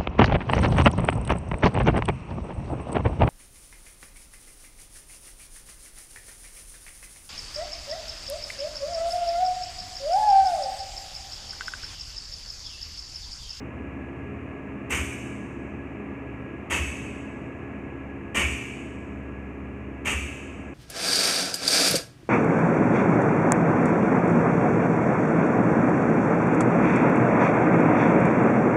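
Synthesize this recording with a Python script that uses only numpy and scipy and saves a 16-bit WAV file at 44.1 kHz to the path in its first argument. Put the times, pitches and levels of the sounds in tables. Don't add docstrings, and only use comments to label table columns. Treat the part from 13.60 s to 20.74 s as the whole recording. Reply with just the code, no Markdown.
import sys
import numpy as np
from scipy import signal
from scipy.fft import rfft, irfft
from scipy.io import wavfile

SR = 44100
rng = np.random.default_rng(int(sys.argv[2]) if len(sys.argv) > 2 else 0)


def to_wav(s):
    ch = np.atleast_2d(s).T
    pcm = np.round(np.clip(ch, -1, 1) * 32767)
    wavfile.write(sys.argv[1], SR, pcm.astype(np.int16))


N = 314874
TIME_S = np.arange(N) / SR

# t/s, force/dB, left rattle/dB, right rattle/dB, hardness/(dB/oct), delay stretch, graze/dB
LANDING_EVENTS = [(1.296, -0.45, 0, -6.5, 1, 1.15, -4.5), (3.099, 0, -1.5, 1, -2, .97, 1),
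                  (4.7455, 1, 5, 4, -1.5, 1.08, 4.5), (6.449, -0.4, -1, 2.5, -1.5, 1.02, -1.5)]
# delay/s, clack/dB, left/dB, right/dB, bar/dB, hardness/(dB/oct)
TOUCH_RUN = [(0, -35, -40.5, -42, -49.5, 6), (.0062, -30, -31.5, -35.5, -36.5, 1.5),
             (0.021, -27, -31, -27, -35.5, -4), (.044, -34.5, -28.5, -30.5, -35, -2),
             (.062, -33, -35.5, -29.5, -37.5, -2)]
# f/Hz, relative density/dB
CLACK_SPECTRUM = [(90, -8), (190, 6), (450, -1.5), (750, -5.5), (1100, 0.5), (1550, -3), (2100, 2.5),
                  (2800, 4), (3300, -9.5), (4200, -26.5), (6700, -11.5), (9000, -22), (12000, -39),
                  (15500, -53)]
# f/Hz, level/dB, t60/s
LEFT_HUB_MODES = [(1963, -16, 0.14), (2250, 0, 0.077), (2348, -2.5, 0.077), (2408, -5, 0.034)]
RIGHT_HUB_MODES = [(2485, -5.5, 0.024), (2618, -1, 0.041), (2740, -4.5, 0.016), (2970, -14, 0.02)]
# f/Hz, level/dB
BAR_MODES = [(3400, -15.5), (3700, -15.5), (4140, -25), (4560, -14), (5050, -21), (5490, -12), (5980, -4.5),
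             (6330, -2.5), (6460, -1.5), (6910, -1), (7450, -2.5), (7995, 1), (8550, 2), (9090, -3.5),
             (9660, -6.5), (10230, -10.5), (10840, -8), (11470, -8), (12050, -13), (12660, -10.5),
             (13290, -13.5), (13900, -28), (14570, -22), (15230, -18)]
# delay/s, level/dB
THUD_ARRIVALS = [(.0075, -5), (0.0759, 1), (0.1475, -5), (.2295, -24)]
# f/Hz, t60/s
HALL_T60_S = [(100, 1.2), (700, 0.27), (1500, 1.27), (2500, 1.4), (4500, 1.2), (7000, 1.28), (9000, 1.08),
              (11000, 0.96), (15000, 0.6)]
# t/s, f/Hz
BLADE_PASS_HZ = [(0, 68.14), (1.6, 68.31), (3.7, 68.79), (4.7, 68.27), (7.14, 68.15)]
# t/s, level/dB
THROB_DB = [(0, -47), (0.4, -43.5), (1.0, -51.0), (2.3, -47), (5.1, -45.5), (5.4, -41.5), (7.14, -43.5)]
# multiple, level/dB, unsteady share 0-1
BLADE_HARMONICS = [(3, -47, 0.84), (4, -43.5, 0.22), (5, -51, 0.75), (6, -51, 0.42), (10, -62, 1)]
# t/s, gain/dB
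AIRFLOW_DB = [(0, 0.1), (3.9, 0.86), (4.8, -0.6), (7.14, -1)]
# f/Hz, width/Hz, level/dB
HOUSING_MODES = [(83.8, 3.5, -49.5), (253.6, 7.2, -56.5), (309, 4.6, -54.5), (348, 2.8, -57),
                 (632, 22, -60.5), (1675, 21, -58.5)]
# f/Hz, relative density/dB
RUSH_SPECTRUM = [(20, -22), (42, -14), (70, -7), (160, -1.5), (300, 1), (460, -5.5), (850, -13),
                 (1150, -12), (1450, -19), (2450, -14), (2780, -19.5), (3150, -36.5), (4000, -52),
                 (8000, -71)]
# f/Hz, level/dB
MOTOR_TONES = [(99.3, -56), (120, -46.5), (137.5, -53.5), (240, -54), (1337, -65.5), (1663, -59.5),
               (1699, -63.5), (1977, -72)]
# f/Hz, relative density/dB
HISS_SPECTRUM = [(2500, -7), (4800, -7.5), (6600, 3.5), (8500, -3.5), (10500, -8.5), (15500, -16)]


def contacts():
    rows = []
    for start_s, force_db, left_rattle_db, right_rattle_db, tilt, stretch, graze_db in LANDING_EVENTS:
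        for k, (delay_s, clack_db, left_db, right_db, bar_db, touch_tilt) in enumerate(TOUCH_RUN):
            db = force_db + (graze_db if k == 0 else 0)
            rows.append((start_s + stretch * delay_s, db + clack_db, db + left_rattle_db + left_db,
                         db + right_rattle_db + right_db, db + bar_db, tilt + touch_tilt))
    return np.transpose(rows)


def contact_force(times_s, levels_db, decay_s, rise_s):
    power = np.zeros(N)
    power[np.round(times_s * SR).astype(int)] = from_db(levels_db) ** 2
    fall, rise = np.exp(-2 / (decay_s * SR)), np.exp(-1 / (rise_s * SR))
    return np.sqrt(signal.lfilter([1 - rise], np.poly([fall, rise]), power + 1e-18))


def plates(times_s, levels_db):
    return noise(CLACK_SPECTRUM) * contact_force(times_s, levels_db, decay_s=0.031, rise_s=0.0055)


def sleeve(modes, times_s, levels_db):
    force = contact_force(times_s, levels_db, decay_s=0.011, rise_s=0.0014)
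    clank = sum(from_db(db - 3) * mode_pair(force, hz, t60_s, split_hz=60) for hz, db, t60_s in modes)
    return signal.sosfilt(signal.butter(2, [1600, 3200], "band", fs=SR, output="sos"), clank)


def bar(times_s, levels_db, hardness_db_oct):
    out = np.zeros(N)
    for hz, db in BAR_MODES:
        tilted_db = levels_db + hardness_db_oct * np.log2(hz / 7000)
        force = contact_force(times_s, tilted_db, decay_s=0.013, rise_s=0.00081)
        out += from_db(db - 7) * mode_pair(force, hz, t60_s=0.055, split_hz=77)
    return out


def mode_pair(force, hz, t60_s, split_hz):
    pair = sum(ring(force * chatter(per_s=2700), hz + side * split_hz / 2, t60_s) for side in (-1, 1))
    return unit_rms(pair) * np.sqrt(np.mean(force ** 2))


def chatter(per_s):
    return unit_rms((rng.random(N) < per_s / SR) * rng.choice([-1, 1], N))


def ring(drive, hz, t60_s):
    radius = np.exp(-np.log(1000) / (t60_s * SR))
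    feedback = [1, -2 * radius * np.cos(2 * np.pi * hz / SR), radius ** 2]
    gain = np.sqrt((1 - radius ** 2) / 2)
    return signal.lfilter([gain, 0, -gain], feedback, drive + 1e-18)


def thud(hz, length_s, gain_db):
    out = np.zeros(N)
    for start_s, force_db, *_ in LANDING_EVENTS:
        for delay_s, path_db in THUD_ARRIVALS:
            age_s = np.clip(TIME_S - start_s - delay_s, 0, length_s)
            swell = np.sin(np.pi * age_s / length_s) ** 2
            out += from_db(gain_db + force_db + path_db) * swell * np.sin(2 * np.pi * hz * age_s)
    return out


def hall(x, direct_db, early_db, early_t60_s, late_db):
    age_s = TIME_S[:2 * SR]
    white = rfft(rng.standard_normal(len(age_s)))
    bins_hz = np.fft.rfftfreq(len(age_s), 1 / SR)
    edges_hz = np.geomspace(40, 18000, 25)
    tail = np.zeros(len(age_s))
    for low, high in zip(edges_hz, edges_hz[1:]):
        band = irfft(white * (bins_hz >= low) * (bins_hz < high))
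        tail += band * from_db(-60 * age_s / at_hz(HALL_T60_S, np.sqrt(low * high)))
    early = rng.standard_normal(len(age_s)) * from_db(-60 * age_s / early_t60_s)
    response = from_db(early_db) * early / np.linalg.norm(early)
    response += from_db(late_db) * tail / np.linalg.norm(tail)
    return from_db(direct_db) * x + signal.fftconvolve(x, response)[:N]


def fan():
    phase = 2 * np.pi * np.cumsum(at_times(BLADE_PASS_HZ)) / SR
    throb = from_db(at_times(THROB_DB)) * tone(phase, unsteady=0.27)
    blades = sum(from_db(db) * tone(k * phase, unsteady) for k, db, unsteady in BLADE_HARMONICS)
    rush = from_db(-40) * noise(RUSH_SPECTRUM)
    return throb + from_db(at_times(AIRFLOW_DB)) * (blades + housing() + rush)


def housing():
    return sum(from_db(db) * unit_rms(np.real(np.exp(2j * np.pi * hz * TIME_S) * waver(width_hz)))
               for hz, width_hz, db in HOUSING_MODES)


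def motor():
    return sum(from_db(db) * tone(2 * np.pi * hz * TIME_S, unsteady=0.44) for hz, db in MOTOR_TONES)


def tone(phase, unsteady):
    amplitude = np.sqrt(1 - unsteady ** 2) + unsteady * waver(width_hz=4.7)
    return np.sqrt(2) * np.real(np.exp(1j * phase) * amplitude)


def waver(width_hz):
    rate_hz = 1000
    pole = np.exp(-2 * np.pi * width_hz / rate_hz)
    white = rng.standard_normal((2, 12 * rate_hz))
    slow = signal.lfilter([1], [1, -2 * pole, pole ** 2], white[0] + 1j * white[1])
    settled = slow[4 * rate_hz:]
    return unit_rms(np.interp(TIME_S * rate_hz, np.arange(len(settled)), settled))


def noise(spectrum):
    gain = from_db(at_hz(spectrum, np.fft.rfftfreq(N, 1 / SR)))
    return unit_rms(irfft(rfft(rng.standard_normal(N)) * gain, N))


def at_hz(table, hz):
    known_hz, values = np.transpose(table)
    return np.interp(np.log(hz + 1e-6), np.log(known_hz), values)


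def at_times(table):
    return np.interp(TIME_S, *np.transpose(table))


def from_db(db):
    return 10 ** (np.asarray(db) / 20)


def unit_rms(x):
    return x / np.sqrt(np.mean(np.abs(x) ** 2) + 1e-20)


def scene():
    times_s, clack_db, left_db, right_db, bar_db, hardness_db_oct = contacts()
    clack = plates(times_s, clack_db)
    rattle = sleeve(LEFT_HUB_MODES, times_s, left_db) + sleeve(RIGHT_HUB_MODES, times_s, right_db)
    steel = rattle + bar(times_s, bar_db, hardness_db_oct)
    barbell = hall(clack, direct_db=2.5, early_db=-1.5, early_t60_s=0.41, late_db=-4.5)
    barbell += hall(steel, direct_db=0.5, early_db=-8.5, early_t60_s=0.1, late_db=-1.5)
    barbell += thud(hz=72.7, length_s=0.079, gain_db=-25)
    background = fan() + motor() + from_db(-76.5) * noise(HISS_SPECTRUM)
    return (barbell + background)[None]


def record(dry):
    fade_s, cutoff_hz = 0.004, 15750
    fade = np.clip(np.minimum(TIME_S, TIME_S[::-1]) / fade_s, 0, 1)
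    return signal.sosfilt(signal.ellip(12, 0.1, 80, cutoff_hz, fs=SR, output="sos"), dry * fade)


dry = scene()
out = record(dry)
to_wav(out)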